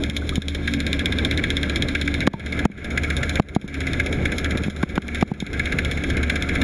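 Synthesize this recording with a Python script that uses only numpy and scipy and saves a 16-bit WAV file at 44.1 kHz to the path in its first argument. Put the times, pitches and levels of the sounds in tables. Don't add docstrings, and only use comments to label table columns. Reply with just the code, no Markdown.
import sys
import numpy as np
from scipy import signal
from scipy.io import wavfile
from scipy.ndimage import uniform_filter1d

SR = 44100
rng = np.random.default_rng(int(sys.argv[2]) if len(sys.argv) > 2 else 0)


def persist_wave(psi):
    counts = np.round(np.clip(psi, -1, 1) * 32767).astype(np.int16)
    wavfile.write(sys.argv[1], SR, np.atleast_2d(counts).T)


def undo_db(level):
    steps = np.asarray(level, float) / 20
    return 10 ** steps


N = 292383

# (time [s], closeness [dB], turn from engine room to stern plate [0-1], hum level [dB])
DRIFT = [(0, -4.5, 0.36, -27.5), (.35, -6, 0.1, -26), (.7, -3, 0, -25), (1.0, -1.2, 0, -28.5),
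         (1.4, 0.3, 0.18, -28.5), (2.2, -0.6, 0.25, -26.5), (2.75, 2.5, 1, -29.5), (3.1, -0.4, 1, -28),
         (3.5, -1.2, 1, -31), (3.9, -0.1, 0.78, -28), (4.6, -1, 1, -28.5), (5.3, 0.8, 0.94, -29),
         (5.8, .3, 0.75, -27.5), (6.63, 1.7, 1, -27.5)]
# (frequency [Hz], level [dB])
HUM_LINES = [(74.9, 0), (182.3, -11.5), (30, -13.5)]
# (frequency [Hz], level [dB])
GEAR_LINES = [(140, -3.5), (233, -2.5), (280, 1.5), (372, -10.5), (1085, -28)]
# (time [s], level [dB])
GEAR_LOAD = [(0, -31), (.35, -34.5), (.7, -26), (1.05, -33.5), (1.8, -32.5), (2.3, -31), (3.5, -35),
             (4.1, -34), (4.7, -40.5), (5.3, -31.5), (5.8, -36.5), (6.63, -37)]
# (frequency [Hz], density [dB per Hz])
RUMBLE_SPECTRUM = [(8.8, -43), (15, -11), (77, -3), (119, -7.5), (180, -8.5), (279, -7), (344, -13),
                   (619, -19), (855, -74), (1180, -29), (1400, -24), (1820, -54), (3080, -120)]
# (time [s], frequency [Hz], peak level [dB])
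BUBBLES = [
    (0.22, 1475, -24),
    (0.323, 1220, -25),
]
# (time [s], peak [dB], ring [Hz], crack under the peak [dB], crack [Hz])
BUMPS = [(0.0898, -16.5, 142, -30, 796), (0.3761, -17, 223, -29, 790), (0.3801, -9.5, 155, -30, 790),
         (2.2746, 2.5, 133, -2, 1115), (2.341, -2.5, 142, -6, 544), (2.6546, 9.5, 154, -14.5, 850),
         (2.7, -1.5, 190, -18, 700), (3.3986, 5.5, 140, -4.5, 806), (3.5641, 2, 161, -2.3, 753),
         (3.6430, -7.5, 169, -16.5, 704), (4.5574, -18, 168, -10, 700), (4.615, -19, 150, -20, 700),
         (4.663, -17.5, 177, -22, 700), (4.6822, -8, 181, -26, 700), (4.834, -6, 130, -7, 1060),
         (4.979, -3.5, 130, -12, 1050), (5.2270, 0.3, 162, -0.5, 780), (5.3170, -1, 155, -7, 790),
         (5.425, -7.5, 169, -11, 800)]
# (time [s], frequency [Hz], peak level [dB])
SNAPS = [
    (2.2741, 1600, -5.5),
    (2.3383, 920, -3),
    (4.8312, 835, -14),
    (4.8315, 1520, -11.5),
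    (4.9782, 900, -11.5),
    (4.9792, 1490, -6),
]
# (frequency [Hz], width [Hz], level [dB])
CLATTER_MODES = [(1436, 56, -24), (1662.5, 177, 3), (2113, 247, 2.5), (2225, 90, -2)]
# (frequency [Hz], width [Hz], level [dB])
TICK_MODES = [(2308, 264, -4.5), (3362, 137, -2.5), (3591, 322, 0.5), (3930, 125, -7.5), (5330, 660, -12.5),
              (6880, 1110, -13), (8770, 650, -35), (9570, 430, -20.5), (10250, 1080, -19),
              (11700, 730, -30.5), (12800, 500, -34)]
# (frequency [Hz], width [Hz])
HOUSING_NULLS = [(2800, 210), (4650, 480), (7900, 2090), (8850, 450), (12150, 300)]
# (time [s], lateness [ms])
HUNT = [(0, 1.5), (.8, 1), (1.3, 0), (2.2, -2), (2.9, -2), (3.3, 0.5), (4.3, 2), (4.8, 1), (5.6, -1),
        (6.1, -3.5), (6.63, 0)]
# (time [s], level change [dB])
WEAK = [(.2217, -35), (.6145, -42), (2.715, -1), (2.7774, -6), (2.9043, -5.5), (3.678, -1), (4.189, -36),
        (4.763, -3), (4.8903, -5.5), (5.276, -7), (5.9737, -8)]
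# (time [s], clatter gain [dB])
SLAPS = [(0.5478, 6), (0.6752, 13.5), (1.1228, -0.5), (1.4382, 9), (1.95, 10.5), (2.076, 8.5), (2.2678, 1),
         (2.5908, 2), (2.9741, 10), (3.1018, 7.5), (3.2297, 11), (3.8681, 6.5), (3.9969, 9), (4.2537, 10.5),
         (4.3192, 4.5), (5.595, 10), (5.722, 5.5), (5.7856, 10.5), (5.912, 0.5), (6.2298, 0.5), (6.2962, 9),
         (6.489, 5.5), (6.615, 3)]
# (time [s], tick gain [dB])
CRISP = [(.1649, 5), (.292, 2.5), (.3561, 2.5), (.4827, 4.5), (.7369, 3.5), (.803, 1), (.8659, 1),
         (.93, 4.5), (1.0576, 5), (1.2485, 6.5), (1.5033, 4.5), (1.568, 4.5), (1.7583, 4.5), (1.8225, 4.5),
         (3.1663, 3), (3.2935, 3.5), (3.5495, 4), (4.3824, 6.5), (5.8482, 1.5), (6.1685, 0.5),
         (6.4232, 4.5)]
# (time [s], lag [ms])
DRAGS = [(0.9923, 19), (1.3108, 13.6), (1.3747, 20), (2.205, 22), (3.0345, 14), (3.356, 18), (3.8044, 11),
         (4.444, 17), (4.508, 12), (4.6347, 11), (5.146, 10), (5.6561, 19)]


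def unit(x):
    return x / np.sqrt(np.mean(x ** 2))


def band(x, hz, width):
    return signal.lfilter(*signal.iirpeak(hz, hz / width, fs=SR), x)


def ring(x, modes):
    steep = [undo_db(db) * band(band(x, hz, width), hz, 2.38 * width) for hz, width, db in modes]
    power = sum(undo_db(2 * db) * width for _, width, db in modes) * np.pi / SR
    return sum(steep) / np.sqrt(power)


def walk(rate):
    hold = int(SR / rate)
    steps = np.repeat(rng.standard_normal(N // hold + 1), hold)
    return unit(uniform_filter1d(uniform_filter1d(steps, hold), hold)[:N])


def add(track, s, sound):
    i = int(s * SR)
    track[i:i + len(sound)] += sound[:N - i]


def over_time(table):
    return np.interp(np.arange(N) / SR, *np.transpose(table))


def drift_db(base, per_close, per_turn):
    s, close_db, turn, _ = np.transpose(DRIFT)
    return np.interp(np.arange(N) / SR, s, base + per_close * close_db + per_turn * turn)


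def gain_control():
    threshold_db, grab_s, recover_s = -21.5, 0.0042, 0.058
    charge, drain = np.zeros(N), np.exp(-np.arange(SR) / SR / recover_s)
    for s, db, *_ in BUMPS:
        start = int((s + .004) * SR)
        after = slice(start, start + SR)
        charge[after] = np.maximum(charge[after], (undo_db(db - threshold_db) - 1) * drain)
    grab = np.exp(-1 / (grab_s * SR))
    return 1 / (1 + signal.lfilter([1 - grab], [1, -grab], charge))


def tones(lines, wobble_hz, flutter_db):
    out = np.zeros(N)
    for hz, db in lines:
        level = undo_db(db + flutter_db * walk(14))
        out += level * np.sin(2 * np.pi * np.cumsum(hz + wobble_hz * walk(6)) / SR)
    return unit(out)


def shaft_hum():
    s, _, _, hum_db = np.transpose(DRIFT)
    level = undo_db(np.interp(np.arange(N) / SR, s, hum_db))
    return level * tones(HUM_LINES, wobble_hz=1.19, flutter_db=1.5)


def gears():
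    return undo_db(over_time(GEAR_LOAD)) * tones(GEAR_LINES, wobble_hz=6.0, flutter_db=4.5)


def rumble():
    hz_at, db_at = np.transpose(RUMBLE_SPECTRUM)
    out, surge = 0, walk(25)
    for hz in 18 * 2 ** np.arange(0, 6.2, 1 / 3):
        db = np.interp(np.log(hz), np.log(hz_at), db_at) + 2.0 * surge + 1.3 * walk(9)
        out = out + undo_db(db) * band(band(rng.standard_normal(N), hz, hz / 3), hz, hz / 2)
    stir = 0.076
    return undo_db(drift_db(-28, 0.35, 2.2)) * unit(out) / gain_control() ** stir


def plate():
    rattle = unit(ring(rng.standard_normal(N) * undo_db(2.3 * walk(50)), [(1375, 150, 0)]))
    whine = tones([(715, 0)], wobble_hz=1.95, flutter_db=0.0)
    return undo_db(drift_db(-50.5, 0.47, 8.3)) * rattle + undo_db(drift_db(-60.5, 0.19, 11.6)) * whine


def bubbles():
    out, t = np.zeros(N), np.arange(3500) / SR
    for s, hz, db in BUBBLES:
        envelope = (1 - np.exp(-t / 0.0026)) * np.exp(-t / 0.0055)
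        add(out, s, undo_db(db + 3) * np.sin(2 * np.pi * hz * (t + 2.0 * t ** 2)) * envelope)
    return out


def add_crack(track, s, hz, db):
    t = np.arange(3500) / SR
    add(track, s - .5 / hz, -undo_db(db) * np.sin(2 * np.pi * hz * t) * np.exp(-t / 0.0021))


def latch():
    out, t = np.zeros(N), np.arange(3500) / SR
    for s, hz, db in SNAPS:
        add_crack(out, s, hz, db)
    add(out, 2.340, undo_db(-14) * np.sin(2 * np.pi * 900 * t) * np.exp(-t / 0.012))
    return out


def bumps():
    out, t = np.zeros(N), np.arange(3500) / SR
    shell = 0.3 * np.sin(2 * np.pi * 205 * t) * (1 - np.exp(-(t / 0.007) ** 2)) * np.exp(-t / 0.022)
    for s, db, hz, crack_db, crack_hz in BUMPS:
        sharp = np.clip(crack_hz / 300 - 8 / 3, 0, 1)
        sag = (.25 + .45 * sharp) * (1 - np.exp(-t / (.0015 + .0015 * sharp)))
        envelope = np.exp(-(t / 0.0094) ** 2) * (1 - np.exp(-t / 0.00024))
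        swing = np.sin(2 * np.pi * (hz * t + sag)) * envelope
        add(out, s, undo_db(db) * (swing + shell))
        add_crack(out, s, crack_hz, db + crack_db)
    return out


def firings():
    first_s, period_s = .0342, .0639
    beat = np.arange(first_s, N / SR, period_s)
    chance = rng.standard_normal((len(beat), 4)).T
    uneven_ms = .6 * (-1) ** np.arange(len(beat))
    late_ms = np.interp(beat, *np.transpose(HUNT)) + uneven_ms + .7 * chance[0]
    s = beat + late_ms / 1000
    tick, clatter = 0.73 * chance[1], 0.5 * chance[2]
    lag = 6.26 * np.exp(0.41 * chance[3])

    def place(when):
        return round((when - first_s) / period_s)

    for when, lag_ms in DRAGS:
        s[place(when)], lag[place(when)] = when, lag_ms
    for rows, to_tick, to_clatter in (WEAK, 1, 1), (CRISP, 1, -0.96), (SLAPS, -0.11, 1):
        for when, db in rows:
            i = place(when)
            s[i], tick[i], clatter[i] = when, to_tick * db, to_clatter * db
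    lag[[place(when) for when, _ in SLAPS]] = 3.8
    i = (s * SR).astype(int)
    tick_db = -15 + drift_db(.1, 0.11, -6.5)[i] + tick
    clatter_db = -18 + drift_db(.1, 1.35, 0.12)[i] + clatter
    return np.transpose([s, tick_db, clatter_db, lag])


def knocks():
    strike, tick, clatter, thud = np.zeros((4, N))
    t = np.arange(2600) / SR
    rows = firings()
    tail_db = drift_db(-3, 0.18, 3.3)
    chance = rng.standard_normal((len(rows), 2))
    for (s, tick_db, clatter_db, lag_ms), (tail, low) in zip(rows, chance):
        i = int(s * SR)
        strike[i] = undo_db(tick_db + 9.5 - 3.7 * tail)
        rattle = undo_db(-4.5 + tail_db[i] + 2.6 * tail) * np.exp(-t / 0.0069)
        onset = 1 - np.exp(-t / 0.00011)
        add(tick, s, undo_db(tick_db - 4.0) * onset * (np.exp(-t / 0.0015) + rattle))
        peak = np.clip(lag_ms / 1000, .0015, .03)
        add(tick, s + peak, undo_db(clatter_db - 16 + 2.0 * tail) * np.exp(-t / 0.0013))
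        rise = undo_db(-5.5) + (1 - undo_db(-2.0)) * np.clip(t / peak, 0, 1) ** 2
        fall = np.exp(-np.maximum(t - peak, 0) / 0.0039)
        add(clatter, s, undo_db(clatter_db - 3.5) * rise * fall)
        add(thud, s, undo_db(-27.5 + 0.57 * low) * np.exp(-t / 0.0021))
    grains = rng.exponential(size=(3, N // 40 + 1)).repeat(40, axis=1)[:, :N]
    grit = rng.standard_normal((3, N)) * undo_db(1.3 * grains - 1.5)
    strike = strike * undo_db(drift_db(4.3, -0.22, -3.5))
    hiss_bed = undo_db(drift_db(-39, 0.46, -5) + 2.3 * walk(90))
    clatter_bed = undo_db(drift_db(-33.5, 1.2, 0.093) + 1.5 * walk(60))
    bright = ring(strike + grit[0] * (tick + hiss_bed), TICK_MODES)
    steel = ring(0.31 * strike + grit[1] * (clatter + clatter_bed), CLATTER_MODES)
    sheen = undo_db(drift_db(-3, -0.61, 8.1)) - 1
    bright = bright + sheen * (band(bright, 6700.0, 1900.0) + band(bright, 10800.0, 3200.0))
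    for hz, width in HOUSING_NULLS:
        bright = bright - 0.98 * band(bright, hz, width)
    wall = signal.butter(4, [1100, 12000], "bandpass", fs=SR, output="sos")
    return signal.sosfilt(wall, bright + steel) + ring(grit[2] * thud, [(464, 147, 0)])


def scene():
    background = shaft_hum() + gears() + rumble() + plate()
    handling = bubbles() + latch() + bumps()
    return (background + handling + knocks())[None]


def low_pass(x):
    return signal.sosfilt(signal.butter(12, 15310, fs=SR, output="sos"), x)


def record(dry):
    ceiling = .415
    loud = dry * gain_control() / ceiling
    flat = ceiling * loud / (1 + np.abs(loud) ** 10) ** (1 / 10)
    roll_off = signal.butter(3, 13600, fs=SR, output="sos")
    return low_pass(signal.sosfilt(roll_off, flat))


dry = scene()
out = record(dry)
persist_wave(out)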